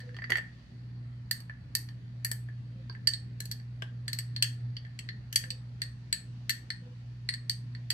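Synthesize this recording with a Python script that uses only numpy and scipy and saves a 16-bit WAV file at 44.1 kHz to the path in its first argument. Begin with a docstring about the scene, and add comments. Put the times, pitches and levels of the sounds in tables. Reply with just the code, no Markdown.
"""A ball of ice and a long metal spoon clink against a thick glass tumbler held in a hand.
Each knock makes the glass wall ring, the hand cuts the ring short, and a small room adds its echo.
The ice also slides softly along the wall. Behind it an appliance hums at twice the mains rate
over low rumble and faint hiss, and now and then a soft tone sounds far off."""
import sys
import numpy as np
from scipy import signal
from scipy.fft import rfft, irfft
from scipy.io import wavfile
from scipy.ndimage import uniform_filter1d

SR = 44100
rng = np.random.default_rng(int(sys.argv[2]) if len(sys.argv) > 2 else 0)


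def dump_mix(stems):
    """Bounce the given channels to the path in sys.argv[1] as a 16-bit WAV at rate SR."""
    frames = np.atleast_2d(stems).T  # one column per channel
    limited = np.clip(frames, -1, 1)  # hard clip at full scale
    pcm = np.round(limited * 32767).astype(np.int16)
    wavfile.write(sys.argv[1], SR, pcm)


N = 349953


def amp(db):
    """Turns decibels (dB) into a number to multiply a sound by."""
    return 10 ** (np.asarray(db) / 20)


def unit_level(x):
    """Scales a sound so that its average (rms) level is 1."""
    return x / np.sqrt(np.mean(x ** 2) + 1e-20)


def at_pitch(rows, hz):
    """Reads between rows of (Hz, value), with octaves evenly spaced."""
    pitches, values = np.transpose(rows)
    return np.interp(np.log(hz + 1), np.log(pitches + 1), values)


def over_time(rows):
    """Joins rows of (seconds, value) into one value for every sample."""
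    times, values = np.transpose(rows)
    return np.interp(np.arange(N) / SR, times, values)


def add(mix, at, sound):
    """Mixes a sound in, starting at the given sample."""
    part = mix[max(at, 0):][:len(sound)]
    part += sound[:len(part)]


def coloured(x, colour):
    """Makes some pitches louder and others softer, following rows of (Hz, dB)."""
    hz = np.fft.rfftfreq(x.shape[-1], 1 / SR)
    return irfft(rfft(x) * amp(at_pitch(colour, hz)), x.shape[-1])


def contact_noise(colour, fade_s, t, width=1.0):
    """A hit makes a puff of noise that drops 60 dB in fade_s; width sets how much the sides differ."""
    noise = rng.standard_normal(len(t)) + width * rng.standard_normal((2, len(t)))
    rise = 1 - np.exp(-t / 0.00033)
    return unit_level(coloured(noise, colour)) * amp(-60 * t / fade_s) * rise


def wall_ring(notes, t, spread_db=1.5, detune=0.0057):
    """Struck at a random spot, the wall rings with a group of fading notes."""
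    hz, db, fade_s = np.transpose(notes)[:, :, None]
    pitch_luck, level_luck, *phase_luck = rng.standard_normal((4, len(notes), 1))
    hz = hz * (1 + detune * pitch_luck)
    level = amp(db + spread_db * level_luck - 60 * t / fade_s)
    rise = np.sin(np.pi / 2 * np.minimum(t / .0006, 1)) ** 2  # ice and wall touch for a moment
    # each microphone faces another part of the wall, so its waves are shifted
    waves = np.sin(2 * np.pi * hz * t + 0.48 * np.array(phase_luck))
    return (rise * level * waves).sum(1) / np.sqrt((level[:, 0] ** 2).sum() / 2)


# The wall bends in two to five waves round the rim. It is uneven, so each shape has a group of notes.
# The two-wave and three-wave groups. Each row: pitch multiplier, level in dB within the group,
# seconds to fade by 60 dB before the hand shortens it.
LOW_NOTES = [
    [(1, -1.5, 0.05), (1.07, -15, 0.052), (.965, -19, 0.18)],
    [(1, 3, 0.038), (1.025, -7, .03), (.975, -9, 0.08), (1.2, -8.5, .02), (1.005, -18.5, 0.15)],
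]
# The four-wave and five-wave groups. Each row: pitch in Hz, then level and fade time as above.
HIGH_NOTES = [
    [(7620, -6.5, 0.0098), (7990, -4, 0.0096), (8084, -3.5, 0.04), (8480, -4.5, .014)],
    [(10530, -5.5, 0.016), (11620, -3, .015), (12500, -3, 0.026), (13700, -4, .013), (14400, -7.5, .012)],
]
# A hit's sharp crack, bright tick and dull thud. Each row: frequency in Hz, relative level in dB.
CRACK_COLOUR = [(1100, -51), (1700, -12.5), (2400, -1), (2900, 3), (3250, 6), (3700, -9), (5000, -13),
                (16500, -41.5)]
TICK_COLOUR = [(2500, -32), (5000, -2), (6200, 3.5), (7200, -2.5), (10000, -4.5), (14000, -13),
               (16500, -23.5)]
THUD_COLOUR = [(150, -30), (400, 0), (800, -3), (1300, -0.5), (2000, -10), (5000, -38.5)]
# The hand moves the glass and changes its grip. Each row: time in seconds, head start of the left side
# in milliseconds, left minus right level in dB, multiplier on the fade time.
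HAND_MOVES = [(.6, -0.0019, -1, .9), (1.2, 0.083, -2.1, 0.61), (2.6, 0.21, 1.3, 0.78),
              (3.0, .38, -0.5, 0.81), (4.1, .37, 1.4, 0.66), (5.3, .37, 1.2, .82), (6.2, .36, 1.7, 0.58),
              (7.2, 0.52, 0.3, 0.63)]
# The knocks. Each row: start in seconds, two-wave pitch in Hz and level in dB, three-wave pitch in Hz
# and level in dB, then the levels in dB of the four-wave ring, five-wave ring, crack and thud.
CLINKS = [(0.0024, 1796, -47.5, 4540, -57, -61, -61, -52, -72),
          (0.091, 1740, -48, 4400, -69, -87, -96, -70, -63),
          (0.1438, 1790, -46, 4380, -56, -83, -84, -56, -56),
          (0.165, 1900, -50, 4520, -54, -73, -84, -44, -47.5),
          (0.1868, 1830, -38, 4540, -54, -83, -90, -64, -50),
          (0.2193, 1810, -34.5, 4620, -56, -70, -84, -69, -50),
          (0.2403, 1840, -31.5, 4580, -47, -75, -79, -50.5, -51),
          (0.2961, 1850, -35, 4430, -55, -62, -77, -49, -37.5),
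          (0.3019, 1980, -28.5, 4620, -38, -63, -42.5, -35, -34),
          (0.319, 1885, -17.5, 4514, -36, -61, -53, -28, -33),
          (0.3545, 1852, -24, 4470, -43, -64, -62, -37, -43),
          (0.3692, 1895, -32, 4590, -41, -55, -49, -38, -45),
          (0.382, 1803, -28, 4510, -44, -51, -65, -37, -43.5),
          (1.3106, 1836, -27.5, 4503, -23.5, -27, -23.5, -35.5, -53),
          (1.4019, 1720, -58, 4540, -48.5, -54, -52, -57, -59),
          (1.4957, 1765, -34, 4360, -58, -84, -79, -59, -53),
          (1.7503, 1866, -30.5, 4530, -21.5, -27.5, -19.5, -33, -51.5),
          (1.8871, 1820, -50, 4510, -46.5, -68, -69, -49.5, -60),
          (1.909, 1790, -56.5, 4380, -70, -77, -82, -73, -71),
          (2.2466, 1845, -29, 4550, -29, -27, -23, -41, -51),
          (2.3137, 1794, -35.5, 4490, -34.5, -29.5, -26, -41, -46.5),
          (2.4861, 1750, -46, 4510, -70, -83, -82, -65, -57),
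          (2.896, 1606, -43.5, 4550, -41, -83, -84, -66, -44),
          (2.9246, 1830, -62, 4650, -59.5, -78, -80.5, -65.5, -66),
          (2.9492, 1755, -41, 4530, -62, -72, -90, -62, -63),
          (3.0714, 1810, -27, 4548, -15.5, -24.5, -30.5, -27.5, -51),
          (3.1352, 1812, -42.5, 4380, -25, -34.5, -53, -43, -62),
          (3.4028, 1736, -39.5, 4273, -35.5, -41, -34, -39.5, -52),
          (3.454, 1830, -61.5, 4430, -42.5, -46, -40.5, -48, -57),
          (3.513, 1790, -42, 4510, -33, -39, -35, -42, -59),
          (3.521, 1784, -63, 4470, -36, -52, -47.5, -50, -70),
          (3.598, 1770, -52.5, 4510, -53, -68, -77, -70, -66),
          (3.8206, 1630, -35.5, 4560, -59.5, -72, -66, -32.5, -38),
          (4.0796, 1793, -34, 4460, -29, -34.5, -42, -38, -53),
          (4.13, 1830, -38, 4360, -27.5, -34, -33, -41, -53),
          (4.1868, 1826, -36.5, 4570, -29.5, -31, -35, -38, -56),
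          (4.362, 1810, -42, 4350, -28, -45, -57, -39, -52),
          (4.4235, 1780, -28.5, 4450, -17, -21.5, -26.5, -21, -51),
          (4.447, 1836, -35, 4500, -39, -50, -59.5, -42, -67.5),
          (4.7664, 1900, -47, 4580, -36.5, -76, -81, -39.5, -64),
          (4.8488, 1800, -47.5, 4510, -61, -82.5, -94, -53.5, -65),
          (4.8663, 1800, -50, 4330, -68, -85, -90, -66, -69),
          (4.9893, 1866, -43, 4440, -38.5, -42.5, -52, -37.5, -59),
          (5.088, 1847, -34, 4300, -36, -67, -84, -40.5, -64),
          (5.3262, 1790, -41.5, 4430, -45.5, -56, -35, -37.5, -57),
          (5.3577, 1860, -28, 4530, -18.5, -21.5, -22, -21, -56),
          (5.438, 1755, -36.5, 4480, -42, -60, -69, -46, -49.5),
          (5.5035, 1826, -43.5, 4560, -29, -39, -50, -33.5, -61),
          (5.8175, 1860, -31, 4450, -25.5, -32.5, -40.5, -38, -66),
          (6.1263, 1814, -29, 4400, -20, -20, -32, -29.5, -65),
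          (6.494, 1862, -23, 4350, -24, -32.5, -26.5, -27, -53),
          (6.5034, 1980, -41, 4440, -23, -27, -30, -49.5, -61),
          (6.7029, 1855, -29.5, 4370, -27, -40, -54, -40, -64),
          (7.2886, 1910, -27, 4370, -22.5, -32, -51, -35, -56),
          (7.3377, 1844, -35.5, 4420, -32, -38, -52, -43, -70),
          (7.4956, 1850, -36.5, 4563, -20.5, -29.5, -32.5, -36.5, -60),
          (7.7489, 1840, -43, 4400, -43.5, -60, -88, -50.5, -70),
          (7.9025, 1830, -31.5, 4530, -22, -28, -34, -29, -60.5),
          (7.9122, 1920, -40, 4540, -37, -38, -42, -46, -50)]


def clinks():
    """Each knock on the glass is a crack, a tick and a thud, plus a ring that the hand damps."""
    out, t = np.zeros((2, N)), np.arange(SR // 5) / SR
    # the wall sends out little sound below its lowest note
    low_cut = signal.butter(4, 1450, "high", fs=SR, output="sos")
    times, leads, pans, dampings = np.transpose(HAND_MOVES)
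    onset_delay_ms = .8  # each clink sounds just after its listed start
    for start, hz2, db2, hz3, db3, db4, db5, crack_db, thud_db in CLINKS:
        fade_scale = np.interp(start, times, dampings)
        tick_db = -0.5 + .45 * crack_db + .55 * db5
        sound = amp(crack_db) * contact_noise(CRACK_COLOUR, fade_s=0.02, t=t)
        sound += amp(tick_db) * contact_noise(TICK_COLOUR, fade_s=0.024, t=t)
        for notes, hz, db in zip(LOW_NOTES, (hz2, hz3), (db2, db3)):
            sound += amp(db) * wall_ring(np.multiply(notes, (hz, 1, fade_scale)), t)
        for notes, db in zip(HIGH_NOTES, (db4, db5)):
            damped = np.multiply(notes, (1, 1, fade_scale))
            sound += amp(db) * wall_ring(damped, t, spread_db=1, detune=.015)
        sound = signal.sosfilt(low_cut, sound)
        sound += amp(thud_db) * contact_noise(THUD_COLOUR, fade_s=0.029, t=t, width=.25)
        lead_ms, pan_db = np.interp(start, times, leads), np.interp(start, times, pans)
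        for ear, part, side in zip(out, sound, (1, -1)):
            onset = start + (onset_delay_ms - side * lead_ms / 2) / 1000
            add(ear, round(onset * SR), part * amp(side * pan_db / 2))
    return out


# How loudly the ice slides. Each row: time in seconds, level in dB.
SLIDE_LEVELS = [(0, -56), (.2, -90), (.35, -68.5), (1.1, -74.5), (2.7, -74.5), (3.2, -73), (3.9, -75),
                (4.35, -69), (5.3, -72), (6.8, -76.5), (7.45, -73), (7.94, -74.5)]


def sliding_ice(pitches_hz=(1830, 4450), fade_scale=0.26, ticks_per_second=1500):
    """Tiny random ticks ring the wall's two lowest groups of notes, damped by the touching ice."""
    ticks = rng.standard_normal((2, N)) * (rng.random((2, N)) < ticks_per_second / SR)
    t = np.arange(SR // 10) / SR
    ring = sum(wall_ring(np.multiply(notes, (hz, 1, fade_scale)), t)
               for notes, hz in zip(LOW_NOTES, pitches_hz))
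    scrape = signal.oaconvolve(ticks, ring, axes=1)[:, :N]
    return amp(over_time(SLIDE_LEVELS)) * unit_level(scrape)


# How long the room's tail lasts. Each row: frequency in Hz, seconds to fade by 60 dB.
ROOM_FADES = [(800, 0.39), (2000, 0.3), (4500, 0.24), (8000, 0.28), (14000, .2)]
# Bounces off the table top and shelves. Each row: delay in milliseconds, level in dB against the tail.
ECHOES = [(1.8, 5.5), (4.7, -2), (7, -3), (9.6, -4.5), (14, -8), (19, -6.5)]


def room_echo(sound, level_db=-9):
    """Sound bounces off nearby surfaces, then blurs into a fading tail of many small echoes."""
    bounces = np.zeros((2, SR // 2))
    slots = np.arange(400, SR // 2 - 20, 20)
    at = slots + rng.integers(0, 20, (2, len(slots)))  # one bounce somewhere in each slot
    np.put_along_axis(bounces, at, rng.choice([-1., 1.], at.shape), 1)
    hz, t, bands = signal.stft(bounces, SR, nperseg=256)
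    fade = amp(-60 * t / at_pitch(ROOM_FADES, hz)[:, None])
    tail = signal.istft(bands * fade, SR, nperseg=256)[1]
    tail /= np.linalg.norm(tail[0])
    for ms, db in ECHOES:
        for ear, jitter_ms in zip(tail, rng.uniform(-0.33, 0.33, 2)):
            add(ear, round((ms + jitter_ms) * SR / 1000), amp([db]) * rng.choice([-1, 1]))
    return signal.fftconvolve(sound * amp(level_db), tail, axes=1)[:, :N]


# The wavering main note of the hum. Each row: time in seconds, level in dB.
HUM_LEVELS = [(0.0, -45), (0.31, -42.5), (0.64, -54), (0.66, -65), (0.75, -46), (1.02, -40.5), (1.7, -49),
              (1.79, -41), (2.01, -45), (2.34, -38.5), (2.85, -43), (3.98, -40.5), (4.51, -36.5),
              (4.6, -41), (4.64, -32.5), (4.82, -44), (5.88, -42.5), (6.21, -50), (6.3, -41), (6.78, -49.5),
              (6.96, -43.5), (7.94, -40.5)]
# Its weaker notes. Each row: multiple of the main pitch, level in dB.
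WEAK_HUM_NOTES = [(.5, -60), (1.5, -64.5), (2, -66)]


def appliance_hum(hz=120.15, flutter_db=2.8):
    """An appliance hums at twice the mains rate, with weaker notes that flutter at random."""
    angle = 2 * np.pi * hz * np.arange(N) / SR
    out = amp(over_time(HUM_LEVELS)) * np.sqrt(2) * np.sin(angle + 2 * np.pi * rng.random())
    for multiple, db in WEAK_HUM_NOTES:
        slow_noise = uniform_filter1d(uniform_filter1d(rng.standard_normal(N), 6000), 6000)
        level = amp(db + flutter_db * unit_level(slow_noise))
        out += level * np.sqrt(2) * np.sin(multiple * angle + 2 * np.pi * rng.random())
    return out * amp([[-.3], [.3]])  # a little louder on the right


# The room's background noise. Each row: frequency in Hz, relative level in dB.
RUMBLE_COLOUR = [(15, -74.5), (30, -44.5), (42, -20.5), (52, -7.5), (65, -10), (90, -9), (120, -2),
                 (160, -7), (240, -14), (400, -28), (900, -33.5), (1800, -33.5), (4400, -41), (6700, -51),
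                 (10000, -58.5), (16500, -73)]
# How alike its two sides are. Each row: frequency in Hz, likeness (1 is the same, 0 is unrelated).
RUMBLE_LIKENESS = [(60, 0.94), (180, 0.93), (550, 0.49), (1650, -0.24), (4970, -0.06), (15000, 0.73)]


def room_rumble(level_db=-52.5, drift_db=2.1):
    """Low rumble with a little hiss; patches of its pitch range drift louder and softer."""
    frames, hz = N // 512 + 5, np.fft.rfftfreq(2048, 1 / SR)
    *noise, drift = rng.standard_normal((frames, 1025, 5)).T
    drift = unit_level(uniform_filter1d(uniform_filter1d(drift, 12, 0), 8, 1))
    likeness = at_pitch(RUMBLE_LIKENESS, hz)[:, None]
    left, unrelated = noise[0] + 1j * noise[1], noise[2] + 1j * noise[3]
    right = likeness * left + np.sqrt(1 - likeness ** 2) * unrelated
    bands = np.array([left, right]) * amp(at_pitch(RUMBLE_COLOUR, hz)[:, None] + drift_db * drift)
    rumble = signal.istft(bands, nperseg=2048, noverlap=1536)[1][:, :N]
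    return amp(level_db) * unit_level(rumble)


# How loud the faint hiss is. Each row: time in seconds, level in dB.
HISS_LEVELS = [(0, -70), (.66, -73), (1.1, -90), (2.5, -79.5), (4.8, -80), (5.9, -74.5), (6.5, -70.5),
               (7.5, -76.5), (7.94, -73)]


def hiss():
    """Fine noise in the lower treble swells and fades."""
    colour = [(1200, -35.5), (2500, 1.5), (6000, -3.5), (7500, -14.5), (8600, -17.5),
              (10000, -30), (12000, -35.5)]
    noise = coloured(rng.standard_normal((2, N)), colour)
    return amp(over_time(HISS_LEVELS)) * unit_level(noise)


# The far-off tones. Each row: start in seconds, length in seconds, pitch in Hz, level in dB.
FAR_TONES = [(.03, 0.12, 492, -56.5), (2.75, .09, 527, -65), (5.42, 0.17, 510, -68.5),
             (6.82, 0.12, 494, -62)]


def far_tones(tremble_hz=18):
    """Soft, pure tones swell, tremble and die away."""
    out = np.zeros((2, N))
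    for start, length, hz, db in FAR_TONES:
        t = np.arange(round(length * SR)) / SR
        swell = np.sin(np.pi * t / length) ** 0.34
        tremble = 1 + 0.62 * np.cos(2 * np.pi * tremble_hz * t)
        for ear, phase in zip(out, (0, .9)):
            tone = np.sqrt(2) * np.sin(2 * np.pi * hz * t + phase)
            add(ear, round(start * SR), amp(db) * swell * tremble * tone)
    return out


# The two microphones face different ways. Each row: frequency in Hz, left minus right level in dB.
MIC_FACING = [(1000, -2), (2000, 2), (3200, 2), (4500, -5.5), (6200, 5.5), (8200, 5), (12000, 4)]


def scene():
    """The glass, heard directly and through the room's echo, over the background sounds."""
    glass = clinks() + sliding_ice()
    direct = np.array([coloured(ear, np.multiply(MIC_FACING, (1, side / 2)))
                       for ear, side in zip(glass, (1, -1))])
    return direct + room_echo(glass) + appliance_hum() + room_rumble() + hiss() + far_tones()


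def record(dry):
    """The microphones lose the deepest bass, below 42 Hz; treble above 16600 Hz is cut too."""
    bass_cut = signal.butter(4, 42, "high", fs=SR, output="sos")
    treble_cut = signal.firwin(511, 16600, window=("kaiser", 9), fs=SR)
    return signal.oaconvolve(signal.sosfilt(bass_cut, dry), treble_cut[None], "same")


dry = scene()
out = record(dry)
dump_mix(out)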